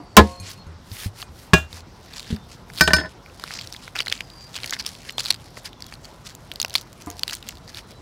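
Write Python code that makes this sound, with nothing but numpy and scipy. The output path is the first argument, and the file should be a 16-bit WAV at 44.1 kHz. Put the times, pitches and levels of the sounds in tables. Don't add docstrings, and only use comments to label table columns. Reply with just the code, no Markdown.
import sys
import numpy as np
from scipy import signal
from scipy.io import wavfile
from scipy.ndimage import uniform_filter1d

SR = 44100
rng = np.random.default_rng(int(sys.argv[2]) if len(sys.argv) > 2 else 0)


def amplitude_ratio(level_db):
    exponent = np.asarray(level_db, float) / 20
    return 10 ** exponent


def output_pcm(signal):
    pcm = np.clip(np.atleast_2d(signal).T, -1, 1) * 32767
    wavfile.write(sys.argv[1], SR, np.round(pcm).astype(np.int16))


N = 353239
TIME_S = np.arange(N) / SR

# (frequency [Hz], density [dB per Hz])
AIR_SPECTRUM = [(24, -10), (62, -2.5), (90, 2.5), (270, -7.5), (540, -12), (840, -11), (2600, -26.5),
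                (4600, -23.5), (6000, -31), (10000, -41.5), (16500, -50)]
# (start [s], merge into held note [s], end [s], first pitch [Hz], last pitch [Hz])
SONGS = [
    (-.15, .38, .47, 4850, 4250),
    (.55, .565, .64, 4290, 4280),
    (1.85, 2.36, 2.47, 4050, 3580),
    (3.88, 4.37, 4.488, 5300, 4750),
    (4.7, 5.135, 5.19, 4600, 4200),
    (5.4, 5.88, 5.9, 4000, 3330),
    (7.6, 7.95, 7.995, 4300, 3980),
]
SONG_LEVELS = [-47.5, -52, -58, -46.5, -50, -51.5, -55.5]

# (time [s], ring [dB], crack [dB], contact hardness as cut-off [Hz])
CHOP = [
    (.1672, -30.5, 14, 8900),
    (.173, 28.5, 18, 2526),
    (.19, 16.5, -11, 900),
]
TICK = [
    (.399, -42, -48, 12100),
    (.43, -58, -55, 12000),
    (.667, -59, -52, 12000),
    (1.226, -45.5, -40, 7900),
]
LAID_DOWN = [
    (1.5335, -7, 6.5, 2630),
    (1.5385, -23.5, 1.5, 5750),
    (1.582, -37, -18, 9100),
]
CLATTER = [
    (2.809, -7.5, 4, 9280),
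    (2.837, -34, -15.5, 14000),
    (2.876, -13.5, 1, 3320),
    (2.9335, -7, -7.5, 8500),
    (2.965, -37, -9, 5000),
]
BOUNCES = [
    (2.906, -23, -16, 2540),
    (2.984, -26.5, -17, 2620),
    (2.999, -34, -16, 2000),
    (3.012, -31, -39, 2040),
    (3.036, -34, -43, 1950),
    (3.047, -32, -34, 1900),
    (3.057, -38, -26, 1900),
]
DROPPED = [
    (.001, -34, -33, 700),
    (7.071, -24, -29, 1040),
]

# (frequency [Hz], level [dB], t60 [s])
BLOCK_MODES = [(77, -28, .22), (545, -23, .08), (207, -15, .16), (1696, -26, .1), (452, -21, .1),
               (620, -22, .1), (711, -60, .7), (937, -61, .6), (1084, -56.5, .9), (533, -58, .6),
               (856, -22, .09), (1035, -4, .06), (1265, -26, .1)]
# (frequency [Hz], level [dB], t60 [s])
BLADE_HELD_MODES = [(2450, -7, 0.3), (4430, 6.5, 0.034), (6460, 4, 0.07), (7400, -3, 0.12),
                    (8380, -4, 0.19), (9141, -4, 0.2), (10070, -1, 0.087), (11100, -2, 0.11),
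                    (13100, -3, .1), (15300, -11, .07)]
# (frequency [Hz], level [dB], t60 [s])
BLADE_FLAT_MODES = [(76.8, -6, .3), (170, 3, .085), (1100, 6, .062), (395, -2, .07), (630, -8, .14),
                    (1662, 1, .16), (2444, -2.5, .18), (2772, 0, .22), (3488, -12, .2), (4958, 0, .08),
                    (5950, 0, .06), (1400, -16, .17), (2288, -15, .12), (112, -4, .1)]
# (frequency [Hz], level [dB], t60 [s])
BLADE_LOOSE_MODES = [(74, -11.5, .3), (172, -6, .077), (1170, -3, .043), (2850, -4, .03), (1846, -10, .15),
                     (625, -10, .12), (1518, 0, .16), (2360, -4, .07), (4065, -12, .12), (4576, -10.5, .22),
                     (5170, -6.5, .22), (5875, -12, .09), (6551, -18, .22), (8977, -11, .13),
                     (1766, 2, .035), (8300, -8, .03), (4720, 3, .025), (3698, -17, .1), (985, -17, .12),
                    (7290, -15, .08), (8834, -16, .15), (11350, -21, .1), (12460, -15, .05),
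                    (14410, -22, .12), (15380, -22, .12)]
# (frequency [Hz], level [dB], t60 [s])
HANDLE_MODES = [(170, -1, 0.094), (636, 2.5, 0.095), (1494, 3, 0.1), (1770, 13.5, 0.052), (1030, -1, 0.1)]
# (frequency [Hz], level [dB], t60 [s])
BOARD_MODES = [(297, 0.5, 0.1), (705, -7.5, 0.3), (1010, -3, 0.1), (1187, -4, 0.12)]

# (loudest [s], level [dB], swell [s], fade [s], top end against middle [dB])
SCRAPES = [(.22, -37.5, 0.042, 0.21, -31.5), (0.469, -35, 0.066, 0.098, -28),
           (0.514, -35, 0.092, 0.039, -16.5), (.58, -50, 0.071, 0.026, -20.5),
           (0.936, -39.5, 0.022, .12, -7.5), (1.045, -32, 0.16, 0.046, -13.5),
           (1.212, -35, 0.068, 0.031, -18), (1.4, -46.5, 0.11, 0.16, -14),
           (1.765, -36.5, 0.076, 0.055, -23), (2.79, -37, 0.12, 0.23, -17), (3.105, -45, 0.032, 0.046, -31)]
# (loudest [s], level [dB], swell [s], fade [s])
PULLS = [(2.185, -35, 0.17, 0.064), (2.315, -36.5, 0.21, 0.071), (2.519, -43.5, 0.072, 0.087),
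         (3.527, -35.5, 0.22, 0.35), (3.86, -44, 0.51, 0.094), (3.97, -31.5, 0.013, 0.049),
         (4.131, -35.5, 0.078, 0.11), (4.563, -31, 0.054, 0.073), (4.66, -40.5, 0.53, 0.72),
         (4.735, -21, 0.0083, 0.019), (4.799, -25, 0.0055, 0.018), (4.874, -39, 0.032, 0.28),
         (5.104, -39.5, 0.3, 0.014), (5.195, -20.5, 0.0093, 0.022), (5.3, -34.5, 0.14, 0.038),
         (5.468, -43.5, 0.14, 0.061), (5.577, -39, 0.06, 0.076), (5.662, -33.5, 0.031, 0.029),
         (5.937, -42.5, 0.14, 0.02), (6.056, -46.5, 0.093, 0.28), (6.271, -31, 0.025, 0.054),
         (6.585, -53, 1, 0.012), (6.765, -35, 0.076, 0.089), (7.024, -39.5, 0.055, 0.033),
         (7.12, -50, 1, 1), (7.332, -33, 0.1, 0.081), (7.498, -40.5, 0.1, 0.058),
         (7.69, -38.5, 0.022, 0.044), (7.784, -32, 0.066, 0.033), (7.907, -41.5, 0.038, 0.031)]
# (frequency [Hz], density [dB per Hz])
LEAF_SPECTRUM = [(400, -22), (800, -11), (1500, -4), (2300, -2), (3300, -4), (4500, 0), (5500, -4),
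                 (11000, -14)]

# (time [s], peak [dB], leaf resonance [Hz])
NICKS = [(0.318, -39, 8020), (0.3648, -41.5, 9500), (0.9162, -27, 5000), (0.9685, -26, 3830),
         (1.0016, -27, 5220), (1.0363, -33, 4300), (1.1998, -34, 2890), (1.2183, -21, 4740),
         (1.2266, -20.5, 3400), (1.729, -22, 3750), (1.7748, -32.5, 1220), (1.8059, -30.5, 4560),
         (2.1338, -29, 4800), (2.1377, -26, 3700), (2.169, -26.5, 5400), (2.1957, -18.5, 4630),
         (2.2043, -24.5, 4600), (2.229, -27.5, 4500), (2.2535, -35, 4310), (2.3033, -28, 3450),
         (2.339, -35, 4630), (2.363, -30.5, 4630), (2.3673, -33.5, 1900), (2.7007, -29, 2070),
         (2.7356, -30, 4520), (2.76, -29.5, 6000), (2.7682, -26.5, 4280), (2.7756, -20, 4590),
         (2.78, -21.5, 4330), (2.7839, -21.5, 4540), (2.7863, -16.5, 4800), (2.7944, -22, 6000),
         (2.7989, -22, 2860), (3.261, -33, 2280), (3.298, -38.5, 2530), (3.3976, -28, 4940),
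         (3.4383, -17.5, 4850)]
# (time [s], peak [dB], leaf resonance [Hz])
JUICY_SNAPS = [(3.4627, -33, 4130), (3.4661, -34.0, 2136), (3.4778, -27.5, 3240), (3.484, -30, 2220),
               (3.5079, -20.5, 2130), (3.5182, -28, 4220), (3.522, -28, 4580), (3.5384, -20, 4960),
               (3.554, -30, 2525), (3.5528, -29, 2074), (3.5641, -32, 2070), (3.5758, -34.5, 2070),
               (3.5896, -20, 2820), (3.5948, -23, 4650), (3.6125, -21, 4020), (3.6193, -31, 4290),
               (3.6417, -31.5, 4590), (3.6734, -21.5, 5800), (3.7256, -19, 5700), (3.7357, -28, 5540),
               (3.7408, -25, 4530), (3.7476, -27.5, 2070), (3.764, -24.5, 3940), (3.879, -24, 2200),
               (3.9539, -21, 2385), (3.958, -14.5, 2320), (3.964, -16.5, 2630), (3.9654, -22.5, 2077),
               (3.9702, -24, 2500), (3.9751, -28, 1720), (3.9842, -26, 2540), (3.988, -17.5, 4260),
               (3.9903, -11, 3960), (3.9975, -17, 2370), (4.0042, -9.5, 2900), (4.0078, -19, 3020),
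               (4.0102, -23.5, 4650), (4.015, -22, 4730), (4.022, -23.5, 4660), (4.0249, -34, 2920),
               (4.03, -29, 4920), (4.053, -32, 4740), (4.062, -20, 4210), (4.07, -18, 1904),
               (4.0819, -13, 4300), (4.0994, -19, 4460), (4.112, -37, 2760), (4.1175, -18, 2930),
               (4.1246, -7, 3520), (4.127, -28.5, 4050), (4.139, -31, 4400), (4.1465, -40, 3180),
               (4.154, -28, 4160), (4.165, -33, 2074), (4.172, -32, 2760), (4.177, -29, 4310),
           (4.1905, -34, 2410), (4.2069, -15.5, 2904), (4.208, -20.5, 3730), (4.2173, -37, 2930),
           (4.3018, -29.5, 4900), (4.5435, -26, 3760), (4.555, -19, 3140), (4.559, -22, 3890),
           (4.5637, -17, 4030), (4.5692, -25, 3030), (4.5772, -22, 3120), (4.5875, -26, 2670),
           (4.6026, -32, 4220), (4.6338, -16.5, 4260), (4.6436, -16.5, 2500), (4.649, -36, 2230),
           (4.6604, -17.5, 6720), (4.6627, -29, 4760), (4.6762, -22, 4890), (4.681, -28, 4840),
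           (4.696, -20, 4900), (4.7081, -13, 6460), (4.8677, -19, 5400), (4.7259, -14.5, 2070),
           (4.736, -13.5, 3700), (4.7434, -29, 4990), (4.7663, -26, 2100), (4.7902, -20, 5100),
           (4.796, -23, 5000), (4.804, -21, 3500), (4.807, -22, 4490), (4.8104, -24, 4910),
           (4.825, -29, 5000), (4.8407, -34.5, 4660), (4.8495, -24, 3540), (4.8591, -28, 3530),
           (4.8637, -11, 5440), (4.8765, -22, 5300), (4.881, -27.0, 5450), (4.8904, -22.5, 5560),
           (4.9518, -27.5, 4190),
               (5.052, -37, 3270), (5.091, -23, 4050), (5.095, -16.5, 2800), (5.107, -23, 4890),
             (5.1237, -32, 7600), (5.1768, -35, 7840), (5.182, -10.5, 3820), (5.188, -25.5, 2760),
             (5.1929, -35, 4390), (5.1965, -14.5, 5070), (5.1967, -15, 4360), (5.2046, -14.5, 3960),
             (5.2081, -27, 4030), (5.2173, -27, 4570), (5.222, -30, 4740), (5.2312, -34, 4130),
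             (5.2332, -26, 5860), (5.2362, -29, 7240), (5.242, -19, 6000), (5.2496, -28, 6890),
             (5.2523, -18, 4390), (5.2588, -13.5, 4470), (5.2638, -25, 3880), (5.2666, -17, 4430),
             (5.2704, -35, 4570), (5.283, -24, 4180), (5.2844, -18.5, 4800), (5.2973, -37, 4650),
             (5.298, -32, 4220), (5.3056, -1.5, 5160), (5.307, -5.5, 4720), (5.3115, -11.5, 4360),
             (5.325, -22, 4330), (5.3336, -24, 4200), (5.3437, -22.5, 4810), (5.3479, -26, 4480),
             (5.3614, -33.5, 4420), (5.5713, -27.5, 2110), (5.634, -40, 12000), (5.655, -22.5, 5200),
             (5.658, -21.5, 4700), (5.662, -25, 4860), (5.731, -29.5, 3870), (5.8055, -30, 5400),
             (5.823, -22.5, 5100), (5.8426, -29, 4430), (5.866, -28.5, 6460), (5.9246, -26.5, 2330),
             (5.939, -29, 4500), (5.9541, -35, 4540), (6.0463, -30, 4610), (6.0536, -30, 4740)]
# (time [s], peak [dB], leaf resonance [Hz])
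CRISP_SNAPS = [(6.2681, -27.5, 3810), (6.3035, -34, 4940), (6.3508, -23.5, 7540), (6.516, -18.5, 3080),
               (6.5206, -29, 4560), (6.537, -32, 9000), (6.5585, -21.0, 5160), (6.6004, -9, 4800),
               (6.606, -22, 4690), (6.6148, -28.5, 3340), (6.616, -6, 6600), (6.6285, -11.5, 5300),
               (6.648, -9.5, 2800), (6.6605, -27, 5140), (6.665, -38, 5440), (6.682, -25, 6120),
               (6.6972, -23.5, 6250), (6.7062, -26, 4430), (6.7154, -35, 3960), (6.731, -27, 5200),
               (6.7404, -16, 5600), (6.7535, -0.5, 3850), (6.7576, -6, 4400), (6.76, -7.5, 4670),
               (6.766, -22, 5170), (6.7753, -21, 5090), (6.782, -17.5, 4500), (6.8077, -40, 4150),
               (6.812, -24.5, 6460), (6.818, -31, 6270),
               (6.9293, -30, 7700), (7.014, -34, 7500), (7.021, -26, 6000), (7.0615, -30, 7230),
           (7.1018, -19, 6600), (7.1128, -28, 6960), (7.1688, -32, 5680), (7.1943, -16, 5600),
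           (7.2335, -6.5, 4260), (7.0712, -33, 9000), (7.2792, -13.5, 4520), (7.2891, -32, 3130),
           (7.291, -25, 3950), (7.2965, -16, 3750), (7.3093, -18, 5500), (7.3221, -35, 2580),
           (7.325, -22, 1690), (7.3319, -14.5, 6600), (7.3346, -26.5, 2580), (7.3372, -16.5, 4340),
           (7.3422, -19, 6100), (7.3514, -16, 9390), (7.427, -27, 4030), (7.472, -29, 3300),
           (7.4828, -29, 4420), (7.4887, -13.5, 7600), (7.4923, -21, 3170), (7.5248, -35, 1810),
           (7.554, -31, 4640), (7.5718, -31, 4300), (7.5834, -37, 4900), (7.6783, -31, 4800),
           (7.7463, -21, 4300), (7.7712, -26, 4130), (7.7713, -23, 4260), (7.7907, -30, 3580),
           (7.7927, -35, 3010), (7.9084, -32, 4990)]
# (time [s], peak [dB], resonance [Hz])
RIBS = [
    (1.2274, -26.5, 930),
    (3.3973, -28.5, 1270),
    (3.4387, -19.5, 1230),
    (5.1821, -22, 1130),
    (5.5755, -25.5, 1010),
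    (6.7551, -17, 1130),
]
# (time [s], peak [dB], frequency [Hz], t60 [s])
THUMPS = [(0.399, -30.5, 95.6, 0.5), (0.666, -30, 81.8, 0.51), (0.914, -25.5, 101, 0.12),
          (1.059, -15.5, 99, 0.12), (1.291, -34.5, 78.5, 0.34), (1.729, -34.5, 85, 0.68),
          (2.304, -20, 231, 0.081), (2.324, -20.5, 84.5, 0.11), (2.326, -14, 197, 0.044),
          (2.339, -20, 213, 0.12), (7.067, -35, 87.5, 0.53)]

AIR_DB, HUM_HZ, HUM_DB = -46, 45.5, -54
TRILL_DB = -4
RATTLE_DB, RATTLE_PER_S = 1.6, 70
HUSKING_FROM_S, HOLDING_DB = 1.95, -75
STROKE_RANGE_DB = 20
LEAF_TOP_DB, DULLER_PER_DB = -21, 0.5236
STRETCH_S, GIVE_T60_S = .0025, .007


def band(x, low_hz, high_hz):
    return signal.sosfilt(signal.butter(2, [low_hz, high_hz], "band", fs=SR, output="sos"), x)


def rms_one(x):
    return x / np.sqrt(np.mean(x ** 2) + 1e-20)


def ring(x, hz, t60_s):
    radius = amplitude_ratio(-60 / (t60_s * SR))
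    w = 2 * np.pi * hz / SR
    return signal.lfilter([0, np.sin(w)], [1, -2 * radius * np.cos(w), radius * radius], x + 1e-18)


def drift(rate_hz):
    points = rng.standard_normal(2000)
    return np.interp(TIME_S * rate_hz, np.arange(len(points)), points)


def coloured(sources, spectrum, patchy_db):
    hz, level_db = np.transpose(spectrum)
    edges_hz = np.geomspace(hz[0], hz[-1], int(2 * np.log2(hz[-1] / hz[0])) + 2)
    out = 0
    for k, (low_hz, high_hz) in enumerate(zip(edges_hz, edges_hz[1:])):
        centre_db = np.interp(np.log(low_hz * high_hz) / 2, np.log(hz), level_db)
        gain = amplitude_ratio(centre_db + patchy_db * drift(25))
        out = out + gain * band(sources[k % 2], low_hz, high_hz)
    return rms_one(out)


def open_air():
    floor = amplitude_ratio(AIR_DB) * coloured(rng.standard_normal((2, N)), AIR_SPECTRUM, patchy_db=2.33)
    hum = amplitude_ratio(HUM_DB + 1.5 * drift(3.0)) * np.sin(2 * np.pi * HUM_HZ * TIME_S)
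    return floor + hum


def birds():
    out = np.zeros(N)
    for (start_s, merge_s, end_s, first_hz, last_hz), level_db in zip(SONGS, SONG_LEVELS):
        trill_s = merge_s - start_s
        progress = np.clip((TIME_S - start_s) / trill_s, 0, 1)
        pip = np.cumsum(95 - 50 * progress ** 2) / SR % 1
        duty = .55 + .45 * progress ** 3
        gate = np.where(progress < 1, np.sin(np.pi * np.clip(pip / duty, 0, 1)), 1)
        slur_hz = 480 * (1 - progress ** 3) * (pip / duty - .5)
        hz = last_hz + (first_hz - last_hz) * (1 - progress) + slur_hz
        rise, fall = (TIME_S - start_s) / (0.45 * trill_s), (end_s - TIME_S) / 0.015
        edges = np.clip(np.minimum(rise, fall), 0, 1)
        gain = amplitude_ratio(level_db + TRILL_DB * (1 - progress ** 6) + 2.5 * drift(45))
        whistle = np.sin(2 * np.pi * np.cumsum(hz) / SR)
        out += gain * edges * uniform_filter1d(gate, size=60) * whistle
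    return out


def blows(rows, modes, crack_t60_s, echo_db):
    out, size = np.zeros(N + SR), SR // 2
    age_s, click = np.arange(size) / SR, np.eye(1, size)[0]
    fade = np.minimum(1, age_s / 0.00044) * np.cos(np.pi * age_s) ** .5
    for s, ring_db, crack_db, hard_hz in rows:
        spread_db = rng.normal(0, .9, len(modes))
        noise = rng.standard_normal(size)
        sound = np.zeros(size)
        for (hz, level_db, t60_s), mode_db in zip(modes, spread_db):
            waver_db = mode_db + RATTLE_DB * drift(RATTLE_PER_S)[:size]
            softness = 1 + (hz / hard_hz) ** 2
            sound += amplitude_ratio(ring_db + level_db + waver_db) / softness * ring(click, hz, t60_s)
        for hz in 250 * 2.0 ** np.arange(6):
            crack = amplitude_ratio(-60 * age_s / (crack_t60_s * (hz / 1000) ** -.35))
            echoes = amplitude_ratio(echo_db - 60 * age_s / 0.21)
            gain = amplitude_ratio(crack_db) / (1 + (hz / hard_hz) ** 4.4) * (2000 / hz) ** 0.29
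            sound += gain * (crack + echoes) * band(noise, hz, min(2 * hz, 14000))
        out[round(s * SR):][:size] += sound * fade
    return band(out[:N], 50, 22000)


def bumps():
    return blows(DROPPED, BOARD_MODES, crack_t60_s=0.28, echo_db=-27.0)


def cleaver():
    chop = blows(CHOP, BLOCK_MODES, crack_t60_s=0.074, echo_db=-39.5)
    tick = blows(TICK, BLADE_HELD_MODES, crack_t60_s=0.033, echo_db=-40.5)
    laid_down = blows(LAID_DOWN, BLADE_FLAT_MODES, crack_t60_s=0.022, echo_db=-17.5)
    clatter = blows(CLATTER, BLADE_LOOSE_MODES, crack_t60_s=0.0384, echo_db=-27.0)
    handle = blows(BOUNCES, HANDLE_MODES, crack_t60_s=0.098, echo_db=-42)
    return chop + tick + laid_down + clatter + handle


def effort_db(strokes, roundness=1):
    curves_db = []
    for s, level_db, swell_s, fade_s, *_ in strokes:
        distance = np.maximum((s - TIME_S) / swell_s, (TIME_S - s) / fade_s)
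        curves_db.append(level_db - STROKE_RANGE_DB * distance ** roundness)
    return np.array(curves_db)


def rustle():
    husking = TIME_S > HUSKING_FROM_S
    strokes_db = effort_db(SCRAPES, roundness=1.5)
    blade_db = strokes_db.max(axis=0)
    pull_db = np.maximum(effort_db(PULLS).max(axis=0), np.where(husking, HOLDING_DB, -99))
    level_db = np.maximum(blade_db, pull_db)
    blade_top_db = np.array(SCRAPES)[strokes_db.argmax(axis=0), -1]
    leaf_top_db = LEAF_TOP_DB - DULLER_PER_DB * (pull_db + 47.0)
    top_db = np.where(blade_db > pull_db, blade_top_db, leaf_top_db)

    slips_per_s = np.where(husking, 3000, 9000) * amplitude_ratio(np.where(husking, 4.5, 2.5) * drift(160))
    size_db = np.where(husking, 4.0, 3.0) * np.minimum(rng.exponential(1, (2, N)), 4)
    sizes = amplitude_ratio(size_db) * rng.standard_normal((2, N))
    slips = sizes * (rng.random((2, N)) < slips_per_s / SR)
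    husk_power, blade_power = np.mean(slips[:, husking] ** 2), np.mean(slips[:, ~husking] ** 2)
    slips /= np.sqrt(np.where(husking, husk_power, blade_power))

    middle = coloured(slips, LEAF_SPECTRUM, patchy_db=np.where(husking, 3.5, 1.8))
    top = rms_one(band(slips.sum(0), 7500, 14500))
    return amplitude_ratio(level_db - 3.5) * (middle + amplitude_ratio(top_db + 8.5) * top)


def snaps():
    out, size, lead = np.zeros(N + SR), 900, round(STRETCH_S * SR)
    age_s = np.arange(size) / SR - STRETCH_S
    juicy = JUICY_SNAPS
    crisp = NICKS + CRISP_SNAPS + RIBS
    creak = amplitude_ratio(-7 + 60 * age_s / GIVE_T60_S)
    after = amplitude_ratio(-2 - 60 * age_s / 0.007) + amplitude_ratio(-27.5 - 60 * age_s / 0.022)
    for k, (s, peak_db, hz) in enumerate(juicy + crisp):
        is_juicy = k < len(juicy)
        clicks = (rng.random(size) < 6000 / SR) * rng.standard_normal(size)
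        volley = clicks * np.where(age_s < 0, creak * is_juicy, after)
        volley[lead] = 1.1
        body = ring(volley, hz, min(13 / hz, .004))
        body += .3 * ring(volley, 4600, .004)
        body += 1.9 * band(volley, .5 * hz, min(1.8 * hz, 14000))
        top = amplitude_ratio(-22 if is_juicy else -14) * rms_one(band(volley, 3500, 14000))
        sound = band(rms_one(body), 0.16 * hz, 21000) + top
        out[round(s * SR) - lead:][:size] += amplitude_ratio(peak_db + 1.5) * sound / np.abs(sound).max()
    return out[:N]


def thumps():
    out = np.zeros(N + SR)
    push = np.zeros(SR // 2)
    push[:100] = np.hanning(100)
    for s, peak_db, hz, t60_s in THUMPS:
        sound = ring(push, hz, t60_s) + 0.41 * ring(push, 1.9 * hz, .5 * t60_s)
        out[round(s * SR):][:len(push)] += amplitude_ratio(peak_db) * sound / np.abs(sound).max()
    return out[:N]


def scene():
    surroundings = open_air() + birds()
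    hands = rustle() + snaps() + thumps()
    return (surroundings + bumps() + cleaver() + hands)[None]


def band_limit(x):
    return signal.sosfilt(signal.butter(12, 16050, fs=SR, output="sos"), x)


def record(dry):
    clipped = np.clip(dry, -.97, .97)
    cut = signal.sosfilt(signal.cheby2(14, 70, 16800, fs=SR, output="sos"), clipped)
    cut = signal.sosfilt(signal.butter(2, 24, "high", fs=SR, output="sos"), cut)
    return band_limit(cut)


dry = scene()
out = record(dry)
output_pcm(out)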